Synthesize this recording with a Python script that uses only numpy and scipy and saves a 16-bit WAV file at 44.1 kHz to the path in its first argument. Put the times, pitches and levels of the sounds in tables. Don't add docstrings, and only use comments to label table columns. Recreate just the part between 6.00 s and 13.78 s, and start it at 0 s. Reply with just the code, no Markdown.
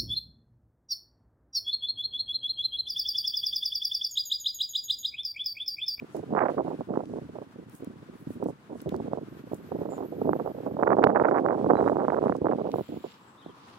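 import sys
import numpy as np
from scipy import signal
from scipy.fft import rfft, irfft, next_fast_len
from scipy.io import wavfile
from scipy.ndimage import uniform_filter1d

SR = 44100
rng = np.random.default_rng(int(sys.argv[2]) if len(sys.argv) > 2 else 0)


def transcribe(signal):
    frames = np.atleast_2d(signal).T
    limited = np.clip(frames, -1, 1)
    pcm = np.round(limited * 32767).astype(np.int16)
    wavfile.write(sys.argv[1], SR, pcm)


N = 343098
T = np.arange(N) / SR
HZ = np.maximum(np.arange(N // 2 + 1) * SR / N, 1)


def undb(db):
    return 10 ** (np.asarray(db) / 20)


def unit(x):
    return x / np.sqrt(np.mean(x ** 2) + 1e-20)


def curve(rows):
    s, *columns = np.transpose(rows)
    return [np.interp(T, s, column) for column in columns]


def band(x, hz, octaves):
    f = np.maximum(np.arange(x.shape[-1] // 2 + 1) * SR / x.shape[-1], 1)
    bell = np.exp(-.5 * (np.log2(f / hz) / octaves) ** 2)
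    return irfft(rfft(x) * bell, x.shape[-1])


def walk(rate_hz):
    noise = rfft(rng.standard_normal(N))
    return unit(irfft(noise * np.exp(-(HZ / rate_hz) ** 2), N))


def pan(db):
    return undb(np.array([[db], [-db]]) / 2)


def add(out, s, x):
    start = int(s * SR) - x.shape[-1] // 2
    a, b = max(start, 0), min(start + x.shape[-1], N)
    if b > a:
        out[..., a:b] += x[..., a - start:b - start]


def valley(alike_hz=650, flicker_db=1.5):
    # f/Hz, relative spectral level/dB
    spectrum = [(25, -30), (50, -19), (110, 3.5), (270, 4.5), (600, -5), (1050, -3), (1500, -5),
                (2100, -12), (3400, -16.5), (6000, -24), (10000, -27.5), (15500, -34.5)]
    # t/s, level/dB
    swell = [(0, -54), (1.5, -56.5), (2.6, -56), (3.3, -54.5), (4.7, -55.5), (5.2, -57), (5.8, -52),
             (6.8, -56.5), (7.25, -56.5), (7.75, -54)]
    hz, db = np.transpose(spectrum)
    colour = undb(np.interp(np.log(HZ), np.log(hz), db))
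    alike = .9 / (1 + (HZ / alike_hz) ** 4)
    mid = irfft(rfft(rng.standard_normal(N)) * colour * np.sqrt(1 + alike), N)
    side = irfft(rfft(rng.standard_normal(N)) * colour * np.sqrt(1 - alike), N)
    swell_db, = curve(swell)
    murmur = unit(np.array([mid + side, mid - side]))
    return murmur * undb(swell_db + flicker_db * walk(19)) * pan(db=1.5)


def road(hz=1020, octaves=0.29):
    # t/s, level/dB
    tyres = [(0, -76.5), (6.6, -76.5), (7.3, -59.5), (7.75, -57.5)]
    db, = curve(tyres)
    return unit(band(rng.standard_normal((2, N)), hz, octaves)) * undb(db)


def zoom_motor(hz=12330, octaves=.02, lower_hz=11880, lower_db=-7, skirt_db=-13):
    # t/s, level/dB
    zoom = [(3.2, -86), (3.3, -73), (3.9, -68), (4.3, -66.5), (4.8, -75), (5.4, -93), (5.6, -94)]
    db, = curve(zoom)
    buzz = rng.standard_normal((2, N))
    whine = band(buzz, hz, octaves)
    whine += undb(lower_db) * band(buzz, lower_hz, 0.013)
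    whine += undb(skirt_db) * band(buzz, hz, .07)
    waver_db = 2.8 * walk(12)
    running = (T > zoom[0][0]) & (T < zoom[-1][0])
    return unit(whine) * undb(db + waver_db) * running


def call(rows, rough, ratio=1, flutter_db=0):
    hz, db = curve(rows)
    sounding = (T > rows[0][0]) & (T < rows[-1][0])
    gate = uniform_filter1d(1. * sounding, size=200)
    level = gate * undb(db + flutter_db * walk(35))
    pitch = ratio * hz * (1 + rough * walk(230))
    return np.sqrt(2) * level * np.sin(2 * np.pi * np.cumsum(pitch) / SR)


def birds(echo_db=-11, echo_t60=0.54, size=22050):
    # t/s, f/Hz, level/dB
    chip = [(3.895, 6700, -73), (3.903, 7350, -64), (3.925, 7150, -61.5), (3.957, 7160, -64),
            (3.967, 6700, -66), (3.98, 6557, -82)]
    # t/s, f/Hz, level/dB
    whistle = [(6.75, 7100, -79), (6.88, 7400, -79), (6.99, 7100, -78), (7.03, 7300, -78),
               (7.07, 7050, -79), (7.15, 7600, -78), (7.2, 7550, -86), (7.28, 7700, -77), (7.37, 7800, -83)]
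    # t/s, f/Hz, level/dB
    peep = [(5.74, 4070, -78), (5.78, 3950, -69), (5.83, 3880, -80), (5.875, 3840, -70), (5.9, 3920, -80)]
    # t/s, f/Hz, level/dB
    chirrup = [(7.375, 3850, -69), (7.425, 3280, -65), (7.46, 3670, -68), (7.52, 3180, -69)]
    song = call(chip, rough=0.005)
    song += undb(-11) * call(chip, rough=0.0048, ratio=1.17)
    song += call(whistle, rough=0.024, flutter_db=3.0)
    song += call(peep, rough=0.0084, flutter_db=3.5)
    song += call(chirrup, rough=0.06)
    decay = np.exp(-np.log(1000) * np.arange(size) / SR / echo_t60)
    tail = unit(rng.standard_normal((2, size)) * decay) / np.sqrt(size)
    echo = signal.fftconvolve(song[None], tail)[:, :N]
    return (song + undb(echo_db) * echo) * pan(db=9.5)


def grass(grain_db=6.5, tuft_octaves=0.57, snap_octaves=0.85, snap_s=0.0012, size=1024):
    # t/s at the middle, length/s, level/dB before the swell, centre f/Hz
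    tufts = [(0.163, 0.08, -63.5, 6960), (1.107, 0.3, -72.5, 6000), (1.757, 0.093, -62, 10000),
             (2.21, 0.12, -70, 11000), (2.326, 0.084, -64.5, 10000), (2.488, 0.038, -63, 7540),
             (2.795, 0.11, -67, 7660), (2.95, 0.018, -67, 5050), (3.555, 0.053, -65, 9000),
             (5.865, 0.19, -69, 6540), (6.364, 0.041, -69, 6000), (6.772, 0.12, -61, 14000),
             (6.882, 0.83, -62, 2810), (6.918, 0.6, -67, 15000), (7.101, 0.15, -60, 3170),
             (7.7, 0.36, -63, 3380)]
    # t/s, peak level/dB, centre f/Hz
    snaps = [(0.167, -41, 8900), (1.056, -44, 3500), (1.697, -42, 12000), (1.752, -39.5, 8000),
             (1.846, -37, 11500), (2.441, -40, 10000), (2.804, -41.5, 2470), (2.817, -35.5, 12000),
             (2.892, -34, 2180), (2.892, -38, 10800), (2.942, -45.5, 3500), (2.964, -39, 6050),
             (3.545, -38, 10100), (6.366, -43, 5440), (6.717, -32.5, 2880)]
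    out = np.zeros((2, N))
    for s, length, db, hz in tufts:
        n = next_fast_len(int(2 * length * SR) + size)
        fibres = np.repeat(undb(grain_db * rng.standard_normal(n) / 2), repeats=32)[:n]
        tearing = unit(band(fibres * rng.standard_normal((2, n)), hz, tuft_octaves))
        add(out, s, tearing * np.hanning(n) ** 2 * undb(db))
    t = (np.arange(size) - size // 2) / SR
    decay = (t >= 0) * np.exp(-abs(t) / snap_s)
    for s, db, hz in snaps:
        tick = band(rng.standard_normal((2, size)) * decay, hz, snap_octaves)
        add(out, s, tick / abs(tick).max() * undb(db))
    return out


def airflow(breeze_eddy_hz=407, attack_s=0.0056, release_s=0.02, sag_db=1):
    # t/s, level/dB
    breeze = [(0, -55.5), (.3, -32.5), (1.3, -43), (1.5, -55.5), (1.6, -48), (2.3, -47), (2.65, -61),
              (2.92, -33.5), (3.36, -45), (3.65, -44.5), (4.3, -40), (4.53, -41), (5.1, -21), (5.59, -26),
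              (5.87, -29.5), (6.4, -29.5), (6.8, -33.5), (6.85, -72)]
    # start t/s, length/s, level/dB before the sag, mean eddy f/Hz at the reference strength
    puffs = [(.005, 0.026, -36, 397), (0.143, 0.055, -32, 395), (.318, 0.048, -27.5, 424),
             (0.36, 0.063, -19.5, 573), (0.428, 0.076, -23.5, 555), (0.562, 0.054, -23, 414),
             (0.642, 0.095, -31.5, 452), (0.796, 0.0095, -20.5, 440), (0.886, 0.055, -29, 510),
             (0.951, 0.057, -28.5, 560), (1.086, 0.099, -32, 416), (1.221, 0.021, -32, 364),
             (1.33, 0.11, -38.5, 570), (1.557, 0.037, -39, 470), (1.824, 0.074, -40.5, 350),
             (2.092, 0.037, -44, 380), (2.264, 0.033, -35.5, 265), (2.352, 0.016, -37, 320),
             (2.398, 0.096, -30, 452), (2.691, 0.063, -35, 450), (2.852, 0.042, -29, 340),
             (2.931, 0.072, -30.5, 366), (3.041, 0.18, -35.5, 470), (3.512, 0.01, -31.5, 480),
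             (3.712, 0.084, -29, 424), (3.797, 0.15, -32, 498), (3.977, 0.06, -28, 495),
             (4.113, 0.11, -33.5, 443), (4.209, 0.16, -27, 382), (4.265, 0.022, -20, 313),
             (4.382, 0.023, -24.5, 424), (4.442, 0.064, -28.5, 463), (4.542, 0.055, -34.5, 460),
             (4.623, 0.081, -30.5, 457), (4.764, 0.099, -26, 480), (4.86, 0.089, -18, 420),
             (4.974, 0.098, -18.5, 360), (5.141, 0.19, -21, 554), (5.328, 0.21, -22.5, 516),
             (5.654, 0.085, -17.5, 360), (5.772, 0.15, -21, 412), (5.963, 0.095, -24.5, 496),
             (6.076, 0.15, -24.5, 480), (6.216, 0.094, -25.5, 456), (6.44, 0.081, -23, 390),
             (6.574, 0.13, -28.5, 440), (6.722, 0.074, -32.5, 494), (6.886, 0.085, -33.5, 410),
             (7.038, 0.01, -30.5, 600), (7.466, 0.026, -42, 533)]
    # t/s at the middle, length/s, drop/dB
    lulls = [(0.072, 0.049, 17), (0.257, 0.028, 12), (0.557, 0.031, 3), (0.64, 0.018, 11),
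             (0.846, 0.061, 18), (2.906, 0.024, 12), (3.779, 0.016, 22), (4.526, 0.018, 15),
             (4.845, 0.018, 6), (4.96, 0.024, 7.5), (5.187, .018, 2.5), (5.231, 0.015, 10.5),
             (5.305, 0.012, 6), (5.433, 0.043, 3), (5.54, 0.019, 4.5), (5.616, .02, 4), (5.679, 0.027, 6.5),
             (5.758, .012, 10), (5.969, .016, 13), (6.204, 0.024, 3.5), (6.398, 0.022, 10),
             (6.552, 0.019, 0.5)]
    power = undb(curve(breeze)[0]) ** 2
    weighted_hz = power * breeze_eddy_hz
    for s, length, db, hz in puffs:
        a, b = np.searchsorted(T, [s, s + length + 10 * release_s])
        age = T[a:b] - s
        rise = np.minimum(age / attack_s, 1)
        fall = np.exp(-np.maximum(age - length, 0) / release_s)
        puff = (rise * fall * undb(db - sag_db * age / length)) ** 2
        power[a:b] += puff
        weighted_hz[a:b] += puff * hz
    drop_db = np.zeros(N)
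    for s, length, db in lulls:
        add(drop_db, s, db * signal.windows.tukey(int(length * SR) + 3))
    return 10 * np.log10(power) - drop_db, weighted_hz / power


def eddies(times, sizes, hz, turns, shape=2.76, size=600):
    lag = np.arange(size) - size // 2
    swept = 2 * np.pi * hz[:, None] / (shape + .5) * lag / SR
    envelope = (1 + swept ** 2) ** (-(shape + 1) / 2)
    phase = (shape + 1) * np.arctan(swept) + 2 * np.pi * turns[:, None]
    swings = sizes[:, None] * envelope * np.cos(phase) * np.hanning(size)
    at = np.clip((times * SR).astype(int)[:, None] + lag, 0, N)
    return np.bincount(at.ravel(), swings.ravel(), N + 1)[:N]


def wind(flutter_db=-1, buffet_db=-4.0, reference_db=-28, gust_octaves=0.047, size_octaves=0.035,
         spread_octaves=.3, scatter_db=0.5, wake_db=-8, wake_s=0.00286, lull=0.25,
         light_patch_db=9.5, strong_patch_db=5.5, count=3300):
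    # t/s, level/dB before buffet_db, mean f/Hz
    buffets = [(0.148, -20, 400), (0.171, -18.5, 540), (0.327, -10.5, 456), (.337, -10.5, 610),
               (.351, -6, 735), (.371, -5, 700), (.381, -8, 650), (0.392, -5, 1260), (0.408, -11, 1050),
               (.42, -4, 710), (.429, -11, 900), (0.439, -4.5, 640), (.452, -17, 740), (0.46, -14, 1200),
               (.485, -12.5, 1200), (.58, -16, 830), (0.601, -14, 605), (.681, -11, 586), (.809, -11, 547),
               (0.906, -13, 423), (.956, -18, 760), (0.974, -3.5, 527), (1.387, -17.5, 553),
               (1.825, -21, 306), (1.873, -22.5, 288), (2.306, -18, 337), (2.427, -11, 590),
               (2.46, -10.5, 404), (2.487, -14, 487), (2.872, -11.5, 360), (2.924, -11.5, 430),
               (2.944, -11.5, 700), (3.002, -13, 487), (3.134, -6, 586), (3.174, -15, 517),
               (3.534, -10.5, 445), (3.72, -17, 460), (3.817, -13, 410), (4.218, -8, 487),
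               (4.293, -1.5, 595), (4.333, -4.5, 850), (4.476, -10.5, 620), (4.666, -10, 580),
               (4.827, -1, 640), (4.834, 0.5, 917), (4.869, -11, 764), (4.892, -8, 636), (4.905, -4, 940),
               (4.92, -.5, 710), (4.931, -3, 970), (4.969, -6, 610), (4.992, -8, 570), (5.03, -7.5, 1100),
               (5.037, -1.5, 605), (5.04, 0.5, 1500), (5.041, 7, 890), (5.067, -1, 494), (5.071, 2, 910),
               (5.103, -7, 865), (5.16, -.5, 1010), (5.17, -10, 1000), (5.199, -0.5, 930),
               (5.217, -5.5, 720), (5.238, -14, 1100), (5.254, -2, 1090), (5.27, -11, 860),
               (5.288, -9.5, 1050), (5.313, -1.5, 786), (5.378, -6, 716), (5.385, -7, 1120),
               (5.395, -7.5, 720), (5.463, -2, 750), (5.487, -7, 970), (5.526, -10, 640), (5.613, -10, 540),
               (5.645, -4, 546), (5.702, 1.5, 694), (5.707, -1, 845), (5.735, 0, 620), (5.755, -2, 700),
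               (5.77, -14, 1100), (5.806, -10.5, 900), (5.812, -3.5, 614), (5.842, -15, 910),
               (5.878, -1, 780), (5.886, -12, 1120), (5.898, -3.5, 700), (5.959, -7.5, 604),
               (5.969, -4.5, 655), (5.995, -13, 735), (6.007, -7, 600), (6.083, -3.5, 784),
               (6.103, -9.5, 1140), (6.122, -6.5, 626), (6.146, -9, 874), (6.174, -8.5, 680),
               (6.188, -5.5, 634), (6.219, -18, 850), (6.24, -5.5, 610), (6.26, -5, 600), (6.27, -3.5, 567),
               (6.282, -15.5, 990), (6.297, -1, 660), (6.324, -8, 930), (6.352, -10.5, 585),
               (6.418, -6, 370), (6.458, -8, 746), (6.469, -2, 724), (6.486, -14.5, 920),
               (6.514, -14.5, 950), (6.524, -11, 840), (6.534, -5.5, 570), (6.672, -18, 690),
               (6.741, -5.5, 630), (6.759, -10, 503), (6.785, -10, 570), (6.81, -12, 436),
               (7.463, -21.5, 510)]
    gust_db, eddy_hz = airflow()
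    times = (np.arange(count) + 2.5 * rng.random(count)) / count * N / SR
    chance = np.clip(rng.standard_normal((count, 2)), -1.8, 1.8)
    patch_depth_db = np.interp(gust_db, [-45, -28], [light_patch_db, strong_patch_db])
    patch_db = patch_depth_db * np.minimum(walk(50), 1.1)
    size_db = np.interp(times, T, patch_db) + scatter_db * chance[:, 0]
    octaves = gust_octaves * (np.interp(times, T, gust_db) - reference_db)
    octaves += size_octaves * size_db + spread_octaves * chance[:, 1]
    stream_hz = np.interp(times, T, eddy_hz) * 2 ** octaves
    stream = eddies(times, undb(size_db), stream_hz, rng.random(count), shape=3.94)
    stream /= np.sqrt(uniform_filter1d(stream ** 2, size=2200) + 1e-6)
    s, level_db, buffet_hz = np.transpose(buffets)
    turns, wake_turns, delay = rng.random((len(s), 3)).T
    hard = eddies(s, undb(level_db + buffet_db), buffet_hz, turns, shape=3.46)
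    wake_sizes = undb(level_db + buffet_db + wake_db)
    hard += eddies(s + wake_s * (.5 + delay), wake_sizes, buffet_hz * 0.62, wake_turns)
    ahead = np.roll(uniform_filter1d(hard ** 2, size=600), -200)
    flow = undb(gust_db + flutter_db)
    return stream * flow / np.sqrt(1 + lull * abs(ahead) / flow ** 2) + hard


def ports(pressure, low_cut_hz=85, mesh_hz=2550, ring_hz=300, ring_width_hz=180, ring_db=-13,
          share_hz=135, share_db=4.0, own_db=-21):
    s = 1j * HZ / low_cut_hz
    low_cut = s ** 3 / ((s + 1) * (s * s + s + 1))
    mesh = 1 / np.sqrt(1 + (HZ / mesh_hz) ** 8)
    housing = 1 + undb(ring_db) / (1 + 1j * (HZ - ring_hz ** 2 / HZ) / ring_width_hz)
    right, own = rfft([pressure, pressure * walk(150)]) * low_cut * mesh * housing
    left = (right + undb(own_db) * own) * undb(share_db) / (1 + 1j * HZ / share_hz)
    return irfft(np.array([left, right]), N)


def scene():
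    far = valley() + road()
    near = zoom_motor() + birds() + grass()
    return far + near + ports(wind())


def record(dry, low_cut_hz=30, top_hz=15900):
    clipped = np.clip(dry, -1, 1)
    low_cut = signal.butter(1, low_cut_hz, "high", fs=SR, output="sos")
    top_cut = signal.ellip(8, .2, 70, top_hz, fs=SR, output="sos")
    return signal.sosfilt(top_cut, signal.sosfilt(low_cut, clipped))


dry = scene()
out = record(dry)
transcribe(out)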